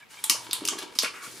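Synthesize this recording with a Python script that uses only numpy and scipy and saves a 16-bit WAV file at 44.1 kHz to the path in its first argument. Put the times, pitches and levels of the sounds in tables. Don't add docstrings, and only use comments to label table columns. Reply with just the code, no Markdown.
import sys
import numpy as np
from scipy import signal
from scipy.io import wavfile
from scipy.ndimage import uniform_filter1d, minimum_filter1d

SR = 44100
rng = np.random.default_rng(int(sys.argv[2]) if len(sys.argv) > 2 else 0)


def pcm_store(signal):
    levels = np.round(np.clip(np.atleast_2d(signal), -1, 1) * 32767)
    wavfile.write(sys.argv[1], SR, levels.astype(np.int16).T)


def amplitude_ratio(level_db):
    exponent = np.asarray(level_db, float) / 20
    return 10 ** exponent


N = 61740
FLAP_OPENS_S = 1.03

# f/Hz, level/dB
AIR_COLOUR = [(18, -56), (30, 11), (194, 14.5), (554, 6.5), (913, 13), (1250, 0), (2290, 11), (12000, -19),
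              (16000, -1.5)]
# f/Hz, likeness/0-1
AIR_LIKENESS = [(30, .1), (120, 0.066), (500, 0.067), (8000, 0.44)]
# t/s, level/dB
RUMBLE_LEVEL = [(0, -92), (.3, -72), (.4, -60.5), (.5, -60), (.6, -61), (.75, -60.5), (.9, -89),
                (1.05, -64), (1.24, -89), (1.28, -55.5), (1.4, -70)]
# t/s, level/dB
SLIDE_LEVEL = [(0, -68.5), (.08, -77.5), (.11, -55.5), (.16, -55.5), (.22, -56.5), (.44, -52.5), (.49, -58),
               (.76, -57.5), (.8, -54.5), (.88, -74), (.94, -61), (1.12, -64), (1.16, -53.5), (1.205, -58),
               (1.24, -46.5), (1.3, -51), (1.4, -51)]
# f/Hz, level/dB
SLIDE_COLOUR = [(880, -23), (1500, -4), (2300, -10), (4460, -6), (9280, -7), (14900, -21), (16000, -47)]
# t/s, length/s, f/Hz, level/dB
SQUEAKS = [(0, 0.044, 1650, -56), (.01, 0.049, 2300, -55), (0, 0.022, 3000, -64), (0.089, 0.055, 2240, -61),
           (0.099, 0.063, 2920, -55.5), (0.115, 0.031, 1600, -64), (0.127, .035, 2140, -58),
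           (0.167, 0.036, 2300, -47), (.165, 0.043, 904, -58), (.17, 0.032, 1600, -61),
           (0.173, 0.034, 3160, -57), (0.238, 0.066, 954, -58), (.3, 0.15, 930, -50),
           (1.14, 0.073, 1180, -55), (1.2, 0.072, 1164, -50.5), (1.2, 0.085, 1460, -51.5)]
# t/s, level/dB
CREAK_LEVEL = [(0, -45), (.04, -58), (.05, -81), (.09, -70), (.12, -51.5), (.19, -48), (.22, -49.5),
               (.45, -43.5), (.72, -42.5), (.84, -37.5), (.87, -51.5), (1.02, -44.5), (1.13, -78),
               (1.15, -52), (1.19, -67.5), (1.23, -53.5), (1.28, -53), (1.4, -56.5)]
# f/Hz, width/Hz, level/dB, change once the flap is open/dB
PANELS = [(296, 340, -1, 12), (930, 88, 1, 3.5), (1180, 190, 1.5, 7), (1400, 180, -3.5, -14),
          (1580, 330, 2, 6), (2300, 130, -2.5, 10), (2860, 780, 3, -2), (3800, 2700, 1.5, 11.5)]
# t/s, peak level/dB, air pitch f/Hz
THUDS = [(0.237, -50, 380), (0.298, -34, 269), (.314, -38.5, 310), (.325, -41.5, 241), (.345, -41.5, 478),
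         (.362, -54, 342), (0.46, -48, 310), (0.489, -38.5, 334), (0.528, -41.5, 304), (0.616, -28, 307),
         (.626, -36, 282), (.636, -36, 410), (0.647, -35.5, 293), (.655, -37, 370), (.672, -48, 257),
         (.682, -38, 322), (0.714, -35.5, 298), (.722, -34, 284), (0.728, -30.5, 385), (.752, -32, 344),
         (0.757, -46, 353), (.768, -37, 340), (.787, -38, 410), (0.802, -51, 317), (0.832, -35, 344),
         (0.854, -40, 314), (0.862, -44, 348), (0.885, -45, 347), (0.924, -46, 464), (0.957, -40, 255),
         (1.031, -28.5, 460), (1.032, -29, 632), (1.035, -33, 247), (1.05, -34, 600), (1.114, -50, 248),
         (1.136, -48, 322), (1.229, -44, 353), (1.273, -44, 264), (1.321, -49, 331), (1.337, -44, 357),
         (1.368, -46, 343)]
# t/s, length/s, peak level/dB
SCUFFS = [(0.2383, 0.0029, -17.5), (0.7807, 0.0034, -31), (0.7864, 0.0059, -24), (0.794, 0.0079, -41),
          (.818, .005, -40), (0.825, 0.0056, -30), (0.924, .004, -57), (0.951, 0.026, -37.5),
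          (1.021, .012, -23), (1.031, 0.0023, -12.5), (1.046, 0.0033, -19.5)]
# t/s, peak level/dB, panel f/Hz
KNOCKS = [(0.24, -32.5, 881), (0.297, -22.5, 1180), (0.306, -34.5, 885), (.318, -34, 910),
          (.33, -44.5, 909), (.343, -40.5, 630), (.355, -34.5, 930), (.368, -36.5, 900),
          (0.53, -30.5, 1014), (0.684, -25.5, 1181), (0.724, -37, 869), (0.731, -33, 1146),
          (0.784, -33, 1693), (0.954, -40.5, 1226), (0.987, -34.5, 1023), (1.021, -33, 1280),
          (1.0325, -24, 1062), (1.043, -21, 1380), (1.045, -33, 2750), (1.056, -29, 1454),
          (1.059, -30.5, 2714), (1.075, -34, 2300), (1.141, -38, 1296), (1.219, -40.5, 1144),
          (1.263, -39, 1343)]
# t/s, peak level/dB, ring f/Hz, ring width/Hz, brightness/dB
SNAPS = [
    (0.2408, -20.5, 3650, 1520, 7.5),
    (.2968, -2.5, 5240, 3340, -3.5),
    (0.5109, -19, 4150, 1780, -16),
    (0.5311, -13, 3770, 1360, 1.5),
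    (.652, -18.5, 5970, 3000, -2),
    (0.6761, -17.5, 4930, 1810, 0),
    (0.686, -11, 6360, 2780, -40),
    (.988, -5.5, 4780, 2490, -11),
]
# t/s, level/dB
FLICKS = [
    (.2968, -11.5),
    (.652, -24),
    (.6762, -25.5),
    (.685, -17.5),
    (.701, -29),
]
# t/s, level/dB, f/Hz, width/Hz
POP = (.2968, 4.6, 2200, 1600)
# t/s, level/dB
DRAG_LEVEL = [(1.03, -68), (1.05, -33.5), (1.09, -53), (1.125, -60), (1.145, -44.5), (1.185, -47.5),
              (1.21, -53), (1.24, -48), (1.28, -54), (1.31, -67), (1.4, -69)]
# f/Hz, t60/s
ROOM_T60 = [(200, 1), (1400, 0.19), (3700, 0.27), (9700, 0.24), (15000, 0.1)]
# delay t/s, level/dB
ECHOES = [(.0032, -9.5), (.0085, -12.5), (0.0095, -19), (0.019, -24)]
# f/Hz, likeness/0-1
ROOM_LIKENESS = [(100, 0.1), (300, 0.4), (1000, 0.44), (4000, 0.82), (12000, 0.6)]


def rms_one(x):
    return x / np.sqrt(np.mean(x ** 2) + 1e-20)


def in_time(rows):
    s, db = np.transpose(rows)
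    return np.interp(np.arange(N) / SR, s, db)


def at_hz(points, hz):
    curve_hz, value = np.transpose(points)
    return np.interp(np.log(hz), np.log(curve_hz), value)


def drift(rate_hz):
    r = np.exp(-2 * np.pi * rate_hz / SR)
    settle = 9000
    white = rng.standard_normal(N + settle)
    return rms_one(signal.lfilter([1], [1, -2 * r, r * r], white)[settle:])


def resonate(x, hz, width_hz):
    r = np.exp(-np.pi * width_hz / SR)
    poles = [1, -2 * r * np.cos(2 * np.pi * hz / SR), r * r]
    return signal.lfilter([(1 - r * r) / 2, 0, (r * r - 1) / 2], poles, x)


def bands(likeness, shape):
    out = 0
    edges = 30 * 2 ** np.arange(0, 9.6, .5)
    white = rng.standard_normal((2, 2, N))
    for k, (low, high) in enumerate(zip(edges, edges[1:])):
        centre = np.sqrt(low * high)
        band = signal.butter(2, [low, high], "band", fs=SR, output="sos")
        mid, side = signal.sosfilt(band, white[k % 2])
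        alike = np.clip(at_hz(likeness, centre), 0, 1)
        stereo = np.sqrt(1 + alike) * mid + np.sqrt(1 - alike) * side * [[1], [-1]]
        out = out + shape(centre) * stereo
    return out


def grains(per_s, spread_db, size):
    chance, strength, sign = rng.random((3, size))
    fires = chance < per_s / SR
    return fires * amplitude_ratio(-spread_db * np.log(strength + 0.0039)) * np.sign(sign - .5)


def add(out, s, sound):
    start = int(s * SR)
    out[..., start:start + sound.shape[-1]] += sound[..., :N - start]


def air():
    tone = rms_one(bands(AIR_LIKENESS, lambda hz: amplitude_ratio(at_hz(AIR_COLOUR, hz))))
    white = rng.standard_normal((2, N))
    shake = white[0] + .5 * white[1] * [[1], [-1]]
    rumble_hz = 117.7
    rumble = resonate(resonate(shake, rumble_hz, 11), rumble_hz, 75)
    return amplitude_ratio(-58) * tone + amplitude_ratio(in_time(RUMBLE_LEVEL)) * rms_one(rumble)


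def slide():
    def colour(hz):
        return amplitude_ratio(at_hz(SLIDE_COLOUR, hz) - 40 * (hz < 1200) + 1.27 * drift(46))

    return amplitude_ratio(5 + in_time(SLIDE_LEVEL)) * rms_one(bands(ROOM_LIKENESS, colour))


def squeaks():
    width_hz = 69
    out, t = np.zeros(N), np.arange(6000) / SR
    for s, length_s, hz, db in SQUEAKS:
        grit = rng.standard_normal(len(t))
        tone = rms_one(resonate(resonate(grit, hz, width_hz), hz, 3 * width_hz))
        swell = np.sin(np.pi * np.clip(.1 + 0.82 * t / length_s, 0, 1))
        add(out, s, amplitude_ratio(db) * tone * swell)
    return out


def creak():
    clicks_per_s = 730 * amplitude_ratio(3.0 * drift(46))
    clicks = grains(clicks_per_s, spread_db=4.5, size=N)
    is_open = np.arange(N) > FLAP_OPENS_S * SR
    body = 0
    for k, (hz, width, db, open_db) in enumerate(PANELS):
        ring = resonate(resonate(clicks, hz, width), hz, 3 * width) * np.sqrt(200 / width)
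        body = body + (-1) ** k * amplitude_ratio(db + open_db * is_open) * ring
    return amplitude_ratio(-3.5 + in_time(CREAK_LEVEL)) * rms_one(body)


def thuds():
    push_s, width_hz, second_mode = 0.006, 79, 1.92
    out, t = np.zeros(N), np.arange(3000) / SR
    push = np.sin(np.pi * np.minimum(t / push_s, 1)) ** 2
    for s, db, hz in THUDS:
        lump = rng.standard_normal(len(t))
        force = (1 + lump) * push * np.sin(2 * np.pi * hz * t)
        second = resonate(push * lump * 5.2, hz * second_mode, width_hz)
        rings = resonate(force, hz, width_hz) + amplitude_ratio(-10) * second
        add(out, s, amplitude_ratio(db) * rings / np.abs(rings).max())
    return out


def scuffs():
    rise_s = 0.00088
    out, t = np.zeros(N), np.arange(3000) / SR
    for s, length_s, db in SCUFFS:
        shape = np.exp(-t / length_s) * (1 - np.exp(-t / rise_s))
        force = grains(20000, spread_db=3.6, size=len(t)) * shape
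        bright = resonate(force, 3200, 5100) + 0.5 * resonate(force, 9600, 3500)
        add(out, s, amplitude_ratio(db) * resonate(bright, 4200, 7200))
    return out


def knocks():
    fade_s, rise_s, width_hz, second_mode = 0.0054, 0.0004, 554, 1.963
    out, t = np.zeros(N), np.arange(3000) / SR
    shape = np.exp(-t / fade_s) * (1 - np.exp(-t / rise_s))
    for s, db, hz in KNOCKS:
        grit = rng.standard_normal(len(t))
        force = (grit + 0.3 * np.sin(2 * np.pi * hz * t)) * shape
        first = resonate(resonate(force, hz, width_hz), hz, 640)
        second = resonate(force, hz * second_mode, 1.07 * width_hz)
        rings = first - amplitude_ratio(-2.5) * second
        add(out, s, amplitude_ratio(db + 2) * rings / np.abs(rings).max())
    return out


def crack(rings):
    cluster_s, wait_s = 0.0033, 0.00079
    t = np.arange(900) / SR
    reflections = amplitude_ratio(-4 - 28 * t / cluster_s) * rng.standard_normal(len(t)) * (t < cluster_s) * (t > wait_s)
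    force = reflections * [[1], [0]]
    force[:, 0] = 1
    out = 0
    for hz, width, db in rings:
        ring = resonate(resonate(force, hz, width), hz, 2.34 * width)
        energy = np.sum(ring ** 2, axis=1, keepdims=True)
        out = out + amplitude_ratio(db) * ring / np.sqrt(energy / 20)
    return out


def snaps():
    top_hz, top_width_hz = 8950, 5200
    out = np.zeros((2, N))
    for s, db, hz, width, top_db in SNAPS:
        add(out, s, crack([(hz, width, db), (top_hz, top_width_hz, db + top_db)]))
    for s, db in FLICKS:
        add(out, s, crack([(3000, 570, db)]))
    return out


def pop():
    s, db, hz, width = POP
    click = 1. * (np.arange(N) == int(s * SR))
    return amplitude_ratio(db) * resonate(resonate(click, hz, width), hz, 2 * width)


def drag():
    clicks = grains(6000, spread_db=2.5, size=N)
    low = resonate(resonate(clicks, 1150, 270), 1500, 580)
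    middle = resonate(resonate(clicks, 2140, 690), 1950, 1700)
    high = resonate(resonate(clicks, 2900, 400), 2760, 1200)
    ridge = low - 0.43 * middle + 0.25 * high
    return amplitude_ratio(in_time(DRAG_LEVEL) + 1.1 * drift(28)) * rms_one(ridge)


def room(x):
    build_s = 0.0056
    t = np.arange(N) / SR
    tail = bands(ROOM_LIKENESS, lambda hz: amplitude_ratio(-60 * t / at_hz(ROOM_T60, hz)))
    tail = tail * (1 - np.exp(-(t / build_s) ** 2))
    response = amplitude_ratio(-3.5) * tail / np.sqrt(np.sum(tail ** 2) / 2)
    for delay_s, db in ECHOES:
        smear = rng.standard_normal((2, 120)) * np.exp(-np.arange(120) / 40)
        echo = (smear[0] + 0.6 * smear[1] * [[1], [-1]]) / np.sqrt(20)
        add(response, delay_s, amplitude_ratio(db) * echo)
    return signal.fftconvolve(response, x[None], axes=1)[:, :N]


def scene():
    still = air() + slide()
    box = creak() + scuffs() + knocks() + drag()
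    thump = thuds()
    near, far = snaps()
    walls = room(far + box + amplitude_ratio(-11) * thump)
    return near + pop() + box + thump + walls + still + squeaks()


def limit(x):
    gain = np.minimum(1, .84 / (np.abs(x).max(axis=0) + 1e-9))
    return x * uniform_filter1d(minimum_filter1d(gain, size=61), size=31)


def band_limit(x):
    return signal.sosfilt(signal.butter(12, 16660, fs=SR, output="sos"), x)


def record(dry):
    low_cut = signal.butter(1, 61, "high", fs=SR, output="sos")
    top_cut = signal.cheby2(10, 60, 16600, fs=SR, output="sos")
    soft = signal.sosfilt(low_cut, limit(dry))
    return band_limit(signal.sosfilt(top_cut, soft))


dry = scene()
out = record(dry)
pcm_store(out)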